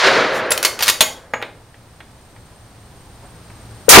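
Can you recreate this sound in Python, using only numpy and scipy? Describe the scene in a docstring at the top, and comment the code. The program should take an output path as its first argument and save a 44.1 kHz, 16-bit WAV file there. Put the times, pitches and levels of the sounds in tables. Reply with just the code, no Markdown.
"""An outdoor rifle range, from the roofed firing point. The echo of a shot rolls away over the earth
banks while the rifle's lever is thrown open and slammed shut, metal clacking and ringing. Sleeves
rustle, and dull knocks ring the wooden bench as the rifle is settled. Insects throb over open air
and a far engine until the next shot overloads the microphone."""
import sys
import numpy as np
from scipy import signal
from scipy.fft import rfft, irfft
from scipy.io import wavfile

SR = 44100
rng = np.random.default_rng(int(sys.argv[2]) if len(sys.argv) > 2 else 0)


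def generate_wav(signal):
    """Clip the signal to [-1, 1] and save it as 16-bit WAV at the path in sys.argv[1]."""
    frames = np.transpose(np.atleast_2d(signal))
    scaled = np.clip(frames, -1, 1) * 32767
    pcm = np.round(scaled).astype(np.int16)
    wavfile.write(sys.argv[1], SR, pcm)


N = 176400
TIME = np.arange(N) / SR
FREQ = np.maximum(np.arange(N // 2 + 1) * SR / N, 1)


def from_db(db):
    """Decibels to gain."""
    return 10 ** (np.asarray(db) / 20)


def at_hz(points, hz):
    """Read a table on a log-frequency axis."""
    f, value = np.transpose(points)
    return np.interp(np.log(hz), np.log(f), value)


def decay(start, t60):
    """An envelope that jumps to 1 and falls 60 dB in t60 seconds."""
    age = TIME - start
    return (age >= 0) * np.exp(-np.log(1000) * np.clip(age / t60, 0, 10))


def swell(peak_s, half_width_s):
    """A bell-shaped fade in and out."""
    return np.exp(-((TIME - peak_s) / half_width_s) ** 2)


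def resonance(hz, width_hz):
    """A band-pass curve that peaks at 1."""
    return 1 / (1 + 2 * ((FREQ ** 2 - hz ** 2) / (2 * FREQ * width_hz)) ** 2)


# Stereo images shared by several layers, far and near: (frequency [Hz], left-right correlation [0-1])
FAR_IMAGE = [(2000, 0.99), (6000, 0.95), (15000, 0.57)]
NEAR_IMAGE = [(300, 1), (3000, 0.98), (7000, 0.92), (14000, 0.19)]
def noise(colour, image):
    """Stereo noise with a given colour and stereo image, at unit rms."""
    alike = np.clip(at_hz(image, FREQ), -1, 1)
    mid, side = rng.standard_normal((2, 2 * len(FREQ))).view(complex)
    spectrum = np.sqrt(1 + alike) * mid + np.sqrt(1 - alike) * side * [[1], [-1]]
    x = irfft(colour * spectrum, N)
    return x / np.sqrt(np.mean(x ** 2) + 1e-20)


def fade_by_band(x, t60s, count=8):
    """Let each band die away at its own rate."""
    centres, spectrum = np.geomspace(80, 15000, count), rfft(x)
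    bands = (irfft(spectrum * np.interp(np.log(FREQ), np.log(centres), share), N)
             for share in np.eye(count))
    return sum(band * decay(0, at_hz(t60s, hz)) for band, hz in zip(bands, centres))


def struck_mode(start, hz, t60, detune=0.011):
    """Three close partials that beat; the higher the pitch, the further left and right are out of step."""
    skew = np.arccos(np.clip(at_hz(NEAR_IMAGE, hz), -1, 1)) * np.array([[0], [1]])
    age = TIME[:SR // 2]
    partials = hz * (1 + detune * np.array([0, -1, 1]) * rng.uniform(0.5, 1, 3))
    ring = sum(gain * np.sin(2 * np.pi * f * age + phase + skew)
               for f, gain, phase in zip(partials, (1, 0.5, 0.5), (0, np.pi / 2, np.pi / 2)))
    ring *= decay(0, t60)[:SR // 2] / np.sqrt(2)
    return np.pad(ring, [(0, 0), (int(start * SR), N)])[:, :N]


# Tone of the rolling echo: (frequency [Hz], level [dB])
ECHO_EQ = [(40, -26), (300, -7.5), (520, -2), (850, -7.5), (1700, -3.5), (2800, -10), (4200, -10.5),
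           (7000, -22.5), (15500, -50.5)]
# Length of its tail: (frequency [Hz], t60 [s])
ECHO_DECAY = [(100, 1.83), (500, 2.56), (1500, 2.2), (4000, 1.11), (9000, 0.91)]
# Stronger returns from the banks: (time [s], boost [dB], half width [s])
BANK_RETURNS = [(0.046, 4, 0.0099), (.074, 6, 0.022), (0.173, 5, 0.075), (.4, 5, 0.2)]
# Lone, sharp slapbacks: (time [s], level [dB])
SLAPBACKS = [(.108, -17), (.156, -21)]
# Resonances of the hollow under the roof: (frequency [Hz], added level [dB])
ROOF_MODES = [(490, -1.5), (538, 1), (635, -0.5)]
def echo():
    """A shot rolls back from banks and trees, swelling with each return and ringing under the roof."""
    colour = from_db(at_hz(ECHO_EQ, FREQ))
    roof = 1 + sum(from_db(db) * resonance(hz, width_hz=14) for hz, db in ROOF_MODES)
    roll = noise(colour * roof, FAR_IMAGE)
    lows = irfft(rfft(roll) / (1 + (FREQ / 576) ** 4), N)
    roll -= lows * swell(0, half_width_s=0.082)  # the low end blooms late
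    boost_db = sum(db * swell(s, width) for s, db, width in BANK_RETURNS)
    slaps = noise(colour / (1 + (FREQ / 5000) ** 2), FAR_IMAGE)
    slaps *= sum(from_db(db) * decay(s, t60=0.031) for s, db in SLAPBACKS)
    thud = from_db(-15.5) * np.sin(2 * np.pi * 382.3 * TIME) * swell(0.069, 0.012)  # strongest return
    return fade_by_band(roll, ECHO_DECAY) * from_db(boost_db - 13) + slaps + thud


# Tone of the open air: (frequency [Hz], level [dB])
AIR_EQ = [(25, -7), (60, 0.5), (100, 0.5), (150, -5), (390, -12), (800, -13), (2800, -24.5), (4200, -24),
          (15500, -36.5)]
# Stereo image of air and insects: (frequency [Hz], left-right correlation [0-1])
AIR_IMAGE = [(60, 1), (950, 0.89), (3800, 0.35), (15000, 0.3)]
def open_air():
    """A low outdoor rumble with a faint, wide hiss on top."""
    return noise(from_db(at_hz(AIR_EQ, FREQ)), AIR_IMAGE)


def far_engine():
    """A distant engine, heard as a narrow band of low drone."""
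    return from_db(-6) * noise(resonance(hz=110.6, width_hz=9), FAR_IMAGE)


def insects(pitch_hz=8540, pulse_hz=20, depth_db=8.5, rise_db_per_s=2):
    """The nearest insect pulses and grows louder over the steady chorus of the others."""
    throb_db = rise_db_per_s * TIME + depth_db * np.sin(2 * np.pi * pulse_hz * TIME)
    singer = from_db(throb_db - 25.5) * noise(resonance(pitch_hz, width_hz=150), AIR_IMAGE)
    chorus = from_db(-16) * noise(resonance(pitch_hz, width_hz=1214), AIR_IMAGE)
    return singer + chorus


# Level of the ambience bed over time: (time [s], level [dB])
AMBIENCE_LEVEL = [(1.5, -47), (2.1, -45), (2.8, -44), (3.85, -40)]
def ambience():
    """Air, engine and insects together, under one level that slowly rises."""
    level_db = np.interp(TIME, *np.transpose(AMBIENCE_LEVEL))
    return (open_air() + far_engine() + insects()) * from_db(level_db)


# Hand and sleeve moves: (time [s], half width [s], level [dB], centre [Hz])
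CLOTH_MOVES = [(0.368, 0.032, -36, 6600), (3.25, 0.031, -45, 596)]
def rustles():
    """Soft swells of hiss as the shooter moves."""
    return sum(from_db(db) * noise(resonance(hz, width_hz=0.87 * hz), NEAR_IMAGE) * swell(s, width)
               for s, width, db, hz in CLOTH_MOVES)


# Metal hits in the action: (time [s], level [dB], bass shelf [dB], treble shelf [dB], t60 [s])
LEVER_HITS = [(0.5064, -15.5, 14, 12.5, 0.04), (0.5161, -11, 5.5, -14, 0.044),
              (0.5191, -3.5, -13, 10, 0.021), (0.577, -11.5, -1.5, 9.5, 0.028),
              (0.6283, -9.5, -3.5, 6.5, 0.031), (0.6383, -15.5, -12, -2.5, 0.048),
              (0.6488, -3, -11, 4.5, 0.064), (.7906, -19, -0.5, 0, 0.068), (.806, -16.5, 2, -1, 0.099),
              (0.8253, -11, -26.5, -4, 0.03), (0.8299, -11, -28, 0.5, 0.091), (0.86, -18, -9.5, 3, 0.067),
              (.869, -14.5, -11, 1, 0.068), (0.8803, -4.5, -33, 3, 0.061), (0.889, -5, -32, 0.5, 0.041),
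              (0.8981, -4.5, -14.5, 6.5, 0.033), (1.007, 1, 4, 8.5, 0.059), (1.0248, -15, 7.5, -2, 0.044)]
# Tone common to those hits: (frequency [Hz], level [dB])
HIT_EQ = [(30, -36.5), (110, -20.5), (600, 1), (1300, 2.5), (2300, 3), (4200, 1), (9000, -6), (15500, -12)]
# Ring of stock and receiver: (frequency [Hz], level [dB], t60 [s])
BODY_MODES = [(629.3, -19, 0.23), (2868, -11.5, 0.086), (3550, -8, 0.076), (4090, -2, 0.055),
              (6410, -10, 0.075), (6720, -18, 0.25), (9200, -10.5, 0.066)]
# Small steel and brass parts ringing on: (time [s], frequency [Hz], level [dB], t60 [s])
PART_PINGS = [(.5063, 10270, -9, 0.09), (.5195, 7570, -9.5, 0.068), (0.825, 12100, -9.5, 0.08),
              (.8975, 12000, -12, .05), (1.3355, 6700, -33, .24)]
def lever(ring_db_per_db=3.8, ripple_db=1.5):
    """Each contact is a short crash of dense modes that rings the rifle's body; small parts ping."""
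    bass_shelf = 1 / (1 + (FREQ / 563) ** 2)
    treble_shelf = 1 / (1 + (6950 / FREQ) ** 4)
    clacks = 0
    blows = np.zeros((len(BODY_MODES), N))
    for s, db, bass_db, treble_db, t60 in LEVER_HITS:
        # Each contact favours different modes.
        ripple = ripple_db * np.interp(FREQ, np.linspace(0, SR / 2, 120), rng.standard_normal(120))
        colour = from_db(at_hz(HIT_EQ, FREQ) + bass_db * bass_shelf + treble_db * treble_shelf + ripple)
        clacks += from_db(db) * noise(colour, NEAR_IMAGE) * decay(s, t60)
        # The ring grows steeply with the hit, so mainly the closing slam rings.
        blows[:, int(s * SR)] = from_db(ring_db_per_db * db + rng.normal(0, 1, len(BODY_MODES)))
    body = 0
    for hits, (hz, db, t60) in zip(blows, BODY_MODES):
        ring = struck_mode(0, hz, t60)[:, :SR // 3]
        body += from_db(db) * signal.oaconvolve(hits[None], ring, axes=1)[:, :N]
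    pings = sum(from_db(db) * struck_mode(s, hz, t60) for s, hz, db, t60 in PART_PINGS)
    return clacks + body + pings + from_db(-7.5) * shelter_reverb(clacks)


# Reverb time under the roof: (frequency [Hz], t60 [s])
SHELTER_DECAY = [(500, 0.61), (1200, 0.29), (3000, 0.33), (8000, 0.33), (15000, 0.24)]
def shelter_reverb(x):
    """Dense reflections from roof, posts and benches."""
    fade_in = 1 - decay(0, t60=0.014)
    tail = (fade_by_band(noise(1, NEAR_IMAGE), SHELTER_DECAY) * fade_in)[:, :SR // 2]
    tail /= np.sqrt(np.sum(tail ** 2) / 2)
    return signal.fftconvolve(x, tail, axes=1)[:, :N]


# Dull knocks on the bench: (time [s], level [dB], high cut [Hz])
BENCH_HITS = [(1.3365, -11, 2650), (1.4158, -26, 3300), (1.4254, -17.5, 3940), (1.743, -42, 3300),
              (2.004, -33, 3630), (2.363, -42.5, 3590), (3.5003, -39.5, 3000)]
# Tone of the wood: (frequency [Hz], level [dB])
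WOOD_EQ = [(25, -30), (200, -7), (800, 0.5), (1200, 2), (2000, 3.5), (4000, -1.5), (9000, -16)]
# Ringing modes of the bench: (frequency [Hz], level [dB])
WOOD_MODES = [(1560, -19), (2094, -16.5)]
def bench_knocks(tick_db=-20.5):
    """Wooden knocks set the bench ringing; each has its own loudness and dullness."""
    ring = sum(rng.choice([-1, 1]) * from_db(db) * struck_mode(0, hz, t60=0.17) for hz, db in WOOD_MODES)
    knocks = 0
    for s, db, cut_hz in BENCH_HITS:
        high_cut = 1 / (1 + (FREQ / cut_hz) ** 10) + from_db(tick_db)  # a little tick gets through
        crack = noise(from_db(at_hz(WOOD_EQ, FREQ)) * high_cut, FAR_IMAGE) * decay(s, t60=0.048)
        placed_ring = np.pad(ring, [(0, 0), (int(s * SR), 0)])[:, :N]
        knocks += from_db(db) * (crack + placed_ring)
    return knocks + from_db(-6.5) * shelter_reverb(knocks)


def jolt(start_s=3.882, length_s=0.0096, hz=493, grit=0.14):
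    """A brief, slightly rough thump just ahead of the blast, almost hard left."""
    age = TIME - start_s
    envelope = np.sin(np.pi * np.clip(age / length_s, 0, 1))
    thump = np.sin(2 * np.pi * hz * age) + grit * noise(resonance(2 * hz, width_hz=hz), FAR_IMAGE)
    return envelope * thump * from_db([[5], [-28]])


# Noise layers of the shot: (time [s], level [dB], centre [Hz], width [Hz], attack [s], t60 [s])
BLAST_LAYERS = [(3.891, 15, 7600, 5630, 0.00057, 0.26), (3.891, 6, 970, 1810, 0.0014, 0.99),
                (3.905, 7.5, 5000, 3390, 0.0092, 0.45), (3.925, 12.5, 1210, 2330, 0.011, 0.99),
                (3.972, 20, 420, 610, 0.0016, 0.12), (3.891, -6, 110, 111, 0.045, 2.1)]
# Stereo image of the shot: (frequency [Hz], left-right correlation [0-1])
BLAST_IMAGE = [(400, 0.97), (1300, 0.68), (4000, 0.44), (9000, 0.049)]
def shot():
    """The rifle fires: a searing crack darkens into the blast and its first boom."""
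    blast = 0
    for s, db, hz, width_hz, attack, t60 in BLAST_LAYERS:
        envelope = np.clip((TIME - s) / attack, 0, 1) * decay(s, t60)
        blast += from_db(db) * noise(resonance(hz, width_hz), BLAST_IMAGE) * envelope
    return blast


def scene():
    """The full mix at the firing point."""
    return echo() + ambience() + rustles() + lever() + bench_knocks() + jolt() + shot()


def record(dry, notch_hz=7900, cutoff_hz=15750):
    """The microphone chain: preamp overload, a narrow notch, a clip at full scale and a steep high cut."""
    overloaded = np.clip(dry, -1, 1)
    notched = signal.lfilter(*signal.iirnotch(notch_hz, Q=24.8, fs=SR), overloaded)
    high_cut = signal.ellip(10, 0.1, 70, cutoff_hz, fs=SR, output="sos")
    return signal.sosfilt(high_cut, np.clip(notched, -1, 1))


dry = scene()
out = record(dry)
generate_wav(out)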